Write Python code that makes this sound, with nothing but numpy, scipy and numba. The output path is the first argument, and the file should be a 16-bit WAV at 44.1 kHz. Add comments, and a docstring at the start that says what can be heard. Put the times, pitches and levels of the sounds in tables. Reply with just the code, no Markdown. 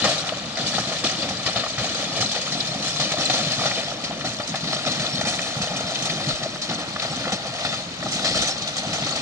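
"""A shallow river runs over stones beside a hard ledge that colours it hollow; far rapids hiss behind.
From the start wavelets fold over, gulp air and throw spray; water smacks into hollows, bubbles plop
and drops tick. The biggest gulp comes at 1 s, the sharpest drops at 2.6 and 3.3 s; from 3.6 s small
bubbles tinkle now and then. Air puffs at 6.3 and 8.4 s, and the current ebbs at 8 s, then swells again.
Throughout, a hand-held stereo microphone pair slowly turns upstream."""
import sys
import numpy as np
from scipy import signal
from scipy.fft import rfft, irfft, next_fast_len
from scipy.io import wavfile
from scipy.ndimage import map_coordinates
from numba import njit

SR = 44100
rng = np.random.default_rng(int(sys.argv[2]) if len(sys.argv) > 2 else 0)


def int16_out(signal):
    """Quantize to a 16-bit WAV file."""
    q = np.round(np.clip(np.atleast_2d(signal).T, -1, 1) * 32767)
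    wavfile.write(sys.argv[1], SR, q.astype(np.int16))


N = 406161
TIME_S = np.arange(N) / SR


def from_db(db):
    return 10 ** (np.asarray(db) / 20)


def unit_rms(x):
    return x / np.sqrt(np.mean(x ** 2) + 1e-20)


def coloured(x, curve):
    """Filter by a curve of (frequency [Hz], gain [dB])."""
    size = next_fast_len(N + 2048)
    hz, db = np.transpose(curve)
    bins_hz = np.maximum(np.arange(size // 2 + 1) * SR / size, 1)
    gain = from_db(np.interp(np.log(bins_hz), np.log(hz), db))
    return irfft(rfft(x, size) * gain, size)[..., :N]


def band(x, low_hz, high_hz):
    return signal.sosfilt(signal.butter(2, [low_hz, high_hz], "band", fs=SR, output="sos"), x + 1e-18)


def delayed(x, delay_ms):
    return map_coordinates(x, [np.arange(N) - delay_ms * SR / 1000], order=3)


# Spectrum of the rapids: (frequency [Hz], relative density [dB])
RAPIDS_SPECTRUM = [(20, -30), (60, 8.5), (150, -5.5), (400, 4), (1000, 4.5), (3000, -3.5), (7000, -16),
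                   (14000, -25)]


def far_rapids():
    """Distant white water: steady noise, independent at each microphone."""
    return from_db(-42) * unit_rms(coloured(rng.standard_normal((2, N)), RAPIDS_SPECTRUM))


# Puffs of air: (time [s], level [dB])
AIR_PUFFS = [(6.34, -40), (8.39, -36)]


def breeze(steady_db, half_width_s):
    """Light air rumbles on the microphones, more on the left, and swells in brief puffs."""
    puffs = sum(from_db(db) * np.exp(-((TIME_S - s) / half_width_s) ** 2) for s, db in AIR_PUFFS)
    rumble = unit_rms(band(rng.standard_normal((2, N)), 32, 110))
    return (from_db(steady_db) + puffs) * from_db([[-2.0], [-8.0]]) * rumble


# Small surface bubbles: (time [s], level [dB], pitch [Hz])
SURFACE_BUBBLES = [(3.625, -39, 5450), (3.705, -38, 6230), (3.721, -38, 5480), (5.093, -38, 5600),
                   (5.122, -32, 5500), (7.655, -32, 3430), (7.688, -30, 3560), (8.502, -29, 5420)]


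def tinkles(swell_s, fall_s, waver_depth, waver_hz):
    """A lone small bubble rings faintly, its pitch wavering as the surface rocks it."""
    out = np.zeros(N)
    age_s = np.arange(SR // 5) / SR
    envelope = (1 - np.exp(-age_s / swell_s)) * np.exp(-age_s / fall_s)
    for s, db, hz in SURFACE_BUBBLES:
        pitch_hz = hz * (1 + waver_depth * np.sin(2 * np.pi * (waver_hz * age_s + rng.random())))
        ring = np.sin(2 * np.pi * np.cumsum(pitch_hz) / SR)
        first = int(s * SR)
        out[first:first + len(ring)] += from_db(db) * envelope * ring
    return out


@njit
def bubble_rings(starts_s, amplitudes, pitches_hz, cycles, rise):
    """Each bubble is a sine that dies by 60 dB in `cycles` periods, gliding up as it nears the surface."""
    out = np.zeros(N)
    for k in range(len(starts_s)):
        first, length = int(starts_s[k] * SR), int(cycles * SR / pitches_hz[k]) + 1
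        for i in range(max(0, -first), min(length, N - first)):
            life = i / length
            turns = cycles * life * (1 + rise * life / 2)
            envelope = np.exp(-6.9 * life) * min(2 * turns, 1.)
            out[first + i] += amplitudes[k] * envelope * np.sin(2 * np.pi * turns)
    return out


def splitting_bubbles(rows, gain_db, cycles, rise, brood_db, scatter_oct, brood_s):
    """A bubble rings, and a brood of five short-lived ones splits from it."""
    s, db, hz = np.array(rows, float).T.copy()
    level = from_db(db + gain_db)
    out = bubble_rings(s, level, hz, cycles, rise)
    for late, detune in rng.random((len(s), 5, 2)).transpose(1, 2, 0):
        brood_hz = hz * 2 ** (scatter_oct * (2 * detune - .8))
        out += bubble_rings(s + brood_s * late, level * from_db(brood_db), brood_hz, cycles / 2, rise)
    return out


# Falling drops: (time [s], level [dB], pitch [Hz])
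FALLING_DROPS = [(0.556, -20, 4770), (1.2214, -17.5, 4660), (1.232, -21, 4850), (1.351, -24, 4750),
                 (1.37, -17.5, 4760), (2.603, -13, 4860), (2.605, -9.5, 3700), (3.2573, -13, 4060),
                 (3.255, -5, 7540), (5.064, -18, 3560), (6.023, -11, 6000), (8.685, -22.5, 3440),
                 (9.044, -33, 4040)]


def drops():
    """Drops fall back and tick with the ring of tiny bubbles."""
    return splitting_bubbles(FALLING_DROPS, gain_db=-12.0, cycles=124.0, rise=0.032,
                             brood_db=-7.5, scatter_oct=0.23, brood_s=0.0073)


# Claps in hollows between stones: (time [s], level [dB], band centre [Hz])
HOLLOW_CLAPS = [(0.29, -22.5, 2190), (0.782, -19.5, 766), (1.287, -24.5, 1500), (1.636, -22, 950),
                (1.664, -20.5, 910), (3.297, -20, 2500), (3.712, -17.5, 1300), (4.109, -25, 825),
                (4.209, -28.5, 1900), (4.54, -22.5, 1060), (4.995, -26, 2000), (5.211, -20, 1070),
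                (5.39, -19, 1400), (5.806, -31, 940), (5.956, -20, 2120), (6.097, -24, 2480),
                (6.556, -26, 990), (6.961, -21, 1110), (6.997, -23, 2470), (7.252, -23, 930),
                (7.278, -24, 1400), (8.026, -25.5, 945), (8.253, -21, 1590)]


def smacks(gain_db, rise_s, fall_s, width_oct, trickle_db, trickle_s):
    """Water claps shut on a stone: a burst pitched by the size of the hollow, then a trickle."""
    out = np.zeros(N)
    age_s = np.arange(SR // 10) / SR
    decay = np.exp(-age_s / fall_s) + from_db(trickle_db) * np.exp(-age_s / trickle_s)
    envelope = (1 - np.exp(-age_s / rise_s)) * decay
    for s, db, hz in HOLLOW_CLAPS:
        edges_hz = hz * 2 ** (np.array([-.5, .5]) * width_oct)
        noise = envelope * rng.standard_normal(len(age_s))
        burst = band(band(noise, *edges_hz), *edges_hz)
        first = int(s * SR)
        out[first:first + len(burst)] += from_db(db + gain_db) * burst / np.abs(burst).max()
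    return out


# Large bubbles: (time [s], level [dB], pitch [Hz])
LARGE_BUBBLES = [(0.322, -13.5, 620), (0.781, -12.5, 636), (1.055, -16, 664), (1.308, -14, 710),
                 (2.368, -19.5, 700), (3.141, -14.5, 634), (3.298, -9.5, 710), (3.657, -9, 780),
                 (5.045, -14, 720), (5.806, -12.5, 660), (5.918, -16, 730), (6.458, -12.5, 603),
                 (7.106, -19, 670), (7.271, -14, 505), (8.06, -11, 756), (8.426, -13, 685)]


def plops():
    """Single large bubbles ring out above the froth."""
    return splitting_bubbles(LARGE_BUBBLES, gain_db=-8.0, cycles=13.0, rise=0.06,
                             brood_db=-1.5, scatter_oct=0.78, brood_s=0.01156)


# Swallowed air pockets: (time [s], level [dB], pitch [Hz])
AIR_POCKETS = [(0.043, -11, 199), (1.04, -7.5, 192), (1.043, -3, 300), (1.489, -24, 182), (1.781, -10, 122),
               (1.819, -18, 178), (2.213, -15.5, 138), (3.008, -14, 132), (3.189, -13, 172),
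               (3.467, -9, 169), (4.998, -12, 143), (5.135, -11, 154), (5.239, -10, 151), (5.565, -11, 139),
               (5.602, -9.5, 181), (6.025, -14, 183), (6.099, -17, 161), (6.272, -7, 156),
               (6.279, -11.5, 278), (7.105, -12, 144), (7.33, -10, 190), (7.648, -18, 131),
               (8.62, -17, 153)]


def gulps():
    """Pockets of air trapped under a wave ring low and break up."""
    return splitting_bubbles(AIR_POCKETS, gain_db=-12.5, cycles=11.6, rise=0.053,
                             brood_db=-6.5, scatter_oct=0.98, brood_s=0.0318)


def froth(low_hz, high_hz, per_s, cycles, size_db, foam_db):
    """A cloud of bubbles of random pitch and size over the smooth noise of foam; rms 1."""
    foam = unit_rms(band(rng.standard_normal(N), low_hz, high_hz))
    when, pitch, size, sign = rng.random((60000, 4))[:int(per_s * N / SR)].T
    hz = low_hz * (high_hz / low_hz) ** pitch
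    levels_db = -size_db * np.log(np.maximum(size, .01))
    amplitudes = from_db(levels_db) * np.sign(sign - .5) * hz ** .75
    cloud = unit_rms(bubble_rings(when * N / SR, amplitudes, hz, float(cycles), rise=0.171))
    return unit_rms(cloud + from_db(foam_db) * foam)


def ripples(per_s, fall_s, calm_db):
    """Envelope of small crests spilling at random: sudden rises, slower falls; rms 1."""
    spills = (rng.random(N) < per_s / SR) * rng.uniform(.2, 1, N)
    power = signal.lfilter([1], [1, -np.exp(-2 / (fall_s * SR))], spills + 1e-18)
    return unit_rms(np.hypot(unit_rms(np.sqrt(power)), from_db(calm_db)))


def spray_tilt(x, fineness):
    """Fine spray hisses high, coarse spray sizzles lower; the balance tips around 5 kHz."""
    treble = coloured(x, [(4600, -30), (5600, 0)])
    return fineness * treble + (x - treble) / fineness


# Strength of the current: (time [s], churn [dB], gurgle [dB], spray [dB])
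CURRENT_LEVELS = [(0.0, -35, -25.5, -23.5), (0.13, -38, -28, -23), (0.3, -40, -33, -31.5),
                  (0.5, -35.5, -36, -35.5), (0.66, -37, -33.5, -29), (1.7, -38, -34, -28.5),
                  (2.93, -37.5, -33, -26.5), (3.4, -34, -30, -27), (3.75, -39, -30, -24),
                  (4.0, -38.5, -35, -35.5), (4.5, -39, -38.5, -33.5), (5.05, -33, -29, -25),
                  (5.5, -43.5, -37, -32.5), (5.75, -35, -30, -30.5), (6.15, -34, -33, -26.5),
                  (6.58, -41.5, -37, -33.5), (6.93, -40.5, -37.5, -33.5), (7.15, -36, -33, -28.5),
                  (7.46, -38, -33, -34), (7.75, -42, -35.5, -29), (7.96, -43, -41, -38.5),
                  (8.08, -36, -32, -29), (8.42, -33, -31, -23), (8.6, -35.5, -33, -31),
                  (9.21, -35.5, -31.5, -27)]


def current():
    """The flow slowly swells and ebbs: envelopes of churn, gurgle and spray."""
    s, *levels_db = np.transpose(CURRENT_LEVELS)
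    return [from_db(np.interp(TIME_S, s, db)) for db in levels_db]


def surges(starts_s, levels_db, rise_s, fall_s):
    """Envelope of breaking wavelets: each swells quickly and drains away."""
    out = np.zeros(N)
    age_s = np.arange(SR) / SR
    for s, level, up_s, down_s in np.broadcast(starts_s, from_db(levels_db), rise_s, fall_s):
        shape = (1 - np.exp(-(age_s / up_s) ** 2)) * np.exp(-age_s / down_s)
        first = int(s * SR)
        out[first:first + len(shape)] += (level * shape / shape.max())[:N - first]
    return out


# Wavelets breaking on stones:
# (time [s], slap [dB], spray [dB], drain time [s], crest hardness [dB], spray fineness [dB])
WAVELETS = [(0.04, -23, -21.5, 0.026, 5.5, 2), (0.569, -30, -25.5, 0.2, 3.5, -2),
            (0.664, -48, -23.5, 0.053, -4, 3.5), (0.735, -28.5, -25.5, 0.099, -2, 1),
            (1.037, -25, -17.5, 0.051, -2, -0.5), (1.221, -23, -49, 0.04, -16, 0),
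            (1.459, -21.5, -19.5, 0.03, -3, -4.5), (1.556, -25, -24.5, 0.049, -5, -7),
            (1.779, -28, -24.5, 0.27, 3, -1), (2.202, -29.5, -19.5, 0.036, -11, 1.5),
            (2.313, -62, -16, 0.0094, -5, 0), (2.345, -30, -28, 0.032, -10, -6),
            (2.519, -35, -22, 0.046, -1, -1), (2.839, -24.5, -20.5, 0.037, -13, 4.0),
            (2.878, -32, -22.5, 0.022, -3, 4), (2.996, -25.5, -17.5, 0.067, -0.5, -1.5),
            (3.117, -23, -20, 0.011, -8, 1), (3.196, -36, -21, 0.13, -18, -1),
            (3.298, -31.5, -23, 0.23, 5, -0.5), (3.654, -30.5, -26, 0.05, 6.5, 0),
            (4.037, -33, -24, 0.02, 2.5, -1.5), (4.243, -31, -26.5, 0.11, 0.5, 3),
            (4.398, -20.5, -47, 0.012, -11.5, 0), (4.47, -44, -25.5, 0.035, 1, 2),
            (4.554, -32, -26, 0.012, -0.5, 0), (4.637, -38, -25.5, 0.025, -3, -3),
            (4.671, -29.5, -24, 0.021, -5, -5), (4.722, -23, -22.5, 0.037, -13, -1),
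            (4.859, -24, -21, 0.053, -5, -2), (4.995, -30, -21, 0.0086, -7, 4),
            (5.249, -25, -23, 0.18, -2, 3.5), (5.415, -51, -23, 0.0082, -13.5, 3),
            (5.611, -30, -22.5, 0.048, -5, -2), (5.763, -36, -24.5, 0.02, -4, 7),
            (6.021, -38, -22.5, 0.016, -5, 8), (6.053, -37, -22.5, 0.015, -3, 5),
            (6.098, -45, -30, 0.05, -4, 1.0), (6.283, -25, -20.5, 0.039, -8, -3),
            (6.428, -35, -28, 0.012, 6, -1), (6.614, -55, -27, 0.02, 7, 0),
            (6.686, -24.5, -29, 0.088, -8, -3), (6.78, -27.5, -30, 0.038, -13, 0),
            (7.018, -31.5, -30, 0.062, 6, 0.0), (7.25, -25, -43, 0.03, -11, 0),
            (7.319, -26.5, -22, 0.021, 0.5, 1.5), (7.647, -25.5, -25, 0.02, 0, -4),
            (7.724, -29.5, -42, 0.034, 0.5, 0), (8.11, -45, -25, 0.063, -11, 10),
            (8.242, -25.5, -19, 0.07, 1, -2), (8.352, -26, -24, 0.018, -4, 5),
            (8.418, -30, -21, 0.016, -4, 11), (8.475, -45, -22.5, 0.028, -8, 8),
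            (8.672, -47, -22.5, 0.022, -6, 2), (8.763, -35, -21.5, 0.032, -6, 2.5),
            (8.928, -27, -21.5, 0.036, -2, 2.5), (9.061, -28.5, -27, 0.03, -1, 1.5)]


def stream():
    """Four patches of froth follow the current and the wash of wavelets, whose crests slap and spray."""
    churn, gurgle, spray = current()
    s, slap_db, spray_db, drain_s, hardness_db, fineness_db = np.transpose(WAVELETS)

    def wash(levels_db):
        return surges(s, levels_db, rise_s=0.1 * drain_s, fall_s=drain_s)

    wash_churn, wash_gurgle, wash_spray = wash(slap_db - 9), wash(slap_db - 3.5), wash(spray_db - 2)
    mist = np.hypot(spray, wash(spray_db - 2 + fineness_db))
    coarse = np.hypot(spray, wash(spray_db - 2 - fineness_db))
    fineness = np.sqrt(mist / coarse)   # each wavelet throws drops of its own size
    patter = np.sqrt(np.hypot(gurgle, wash_gurgle) * np.hypot(spray, wash_spray))
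    churn = np.hypot(churn * ripples(per_s=16, fall_s=0.071, calm_db=-3.5), wash_churn)
    gurgle = np.hypot(gurgle * ripples(per_s=10, fall_s=0.046, calm_db=4.5), wash_gurgle)
    spray = np.hypot(spray * ripples(per_s=12, fall_s=0.018, calm_db=5), wash_spray)

    patches = []
    for _ in range(4):
        deep = from_db(-8) * churn * froth(109, 338, per_s=76, cycles=8.4, size_db=3, foam_db=2)
        middle = from_db(-11.5) * gurgle * froth(434, 1475, per_s=170, cycles=17, size_db=3, foam_db=-2)
        light = from_db(-15) * patter * froth(1366, 3756, per_s=240, cycles=32, size_db=1.5, foam_db=-.5)
        fizz = from_db(-18) * spray * froth(2740, 8900, per_s=600, cycles=26, size_db=-3, foam_db=9)
        spilling = ripples(per_s=11, fall_s=0.042, calm_db=1.5)
        patches.append(deep + (middle + light + spray_tilt(fizz, fineness)) * spilling)

    crest_slap = from_db(-6) * surges(s, slap_db + hardness_db, rise_s=0.0011, fall_s=0.027)
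    crest_spray = from_db(-17) * surges(s, spray_db + hardness_db, rise_s=0.0027, fall_s=0.027)
    for k in range(2):   # crests break in the two nearest patches
        slaps = crest_slap * froth(483, 2030, per_s=690, cycles=11.7, size_db=-7.5, foam_db=2.5)
        shower = crest_spray * froth(3320, 7160, per_s=1300, cycles=35, size_db=-13, foam_db=15)
        patches[k] += slaps + spray_tilt(shower, fineness)
    drips = from_db(-16) * spray * froth(3027, 7956, per_s=260, cycles=261, size_db=2.3, foam_db=-32)
    patches[3] += drips
    return patches


def ledge(x, delay_ms, echo_db, bass_hz):
    """Direct sound plus its reflection; the longest waves bend round the ledge."""
    echo = signal.sosfilt(signal.butter(1, bass_hz, "high", fs=SR, output="sos"), x)
    return x + from_db(echo_db) * np.interp(TIME_S - delay_ms / 1000, TIME_S, echo)


# Paths from each patch of water: (initial left microphone lag [ms], echo delay offset [ms])
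PATCH_PATHS = [(0.047, -0.00076), (0.0057, 0.061), (0.095, -0.096), (0.016, 0.11)]
# Colour of the near water: (frequency [Hz], gain [dB])
NEAR_COLOUR = [(60, -4.5), (140, 1), (260, 0.5), (400, 3), (680, 2), (1000, -4), (1400, -3.5), (2200, -2),
               (3500, -2), (5000, -1.5), (7000, -4), (10000, -1), (13000, -9)]


def scene():
    """Near water reaches each microphone directly and off the ledge, over rapids and breeze."""
    patches = stream()
    patches[0] += gulps()
    patches[1] += plops()
    patches[2] += drops()
    patches[1] += smacks(gain_db=2.5, rise_s=0.0004, fall_s=0.004, width_oct=1.9,
                         trickle_db=-20, trickle_s=0.02)
    patches[3] += tinkles(swell_s=0.004, fall_s=0.018, waver_depth=0.009, waver_hz=35)
    turn = TIME_S / TIME_S[-1]   # the microphones swing round, so the paths shift
    near = np.zeros((2, N))
    for water, (lag_ms, offset_ms) in zip(patches, PATCH_PATHS):
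        left = delayed(water, lag_ms + 0.12 * turn)
        near[0] += ledge(left, 1.6326 + offset_ms - 0.13 * turn, echo_db=1.0, bass_hz=513)
        near[1] += ledge(water, 1.5265 + offset_ms + 0.034 * turn, echo_db=-4.5, bass_hz=355)
    return coloured(near, NEAR_COLOUR) + far_rapids() + breeze(steady_db=-57, half_width_s=0.05)


def port(x, hz, q, gain_db):
    """The cavity in front of a microphone resonates and shuts out what lies above."""
    radius = np.exp(-np.pi * hz / (q * SR))
    poles = np.array([1, -2 * radius * np.cos(2 * np.pi * hz / SR), radius ** 2])
    return from_db(gain_db) * signal.lfilter([poles.sum()], poles, x)


def record(dry):
    """Two unlike microphone ports, then a steep low-pass at 14.4 kHz."""
    left = port(dry[0], hz=4220, q=3.92, gain_db=1.12)
    right = port(dry[1], hz=6140, q=2.96, gain_db=1.48)
    return signal.sosfilt(signal.ellip(10, .1, 70, 14400, fs=SR, output="sos"), np.array([left, right]))


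dry = scene()
out = record(dry)
int16_out(out)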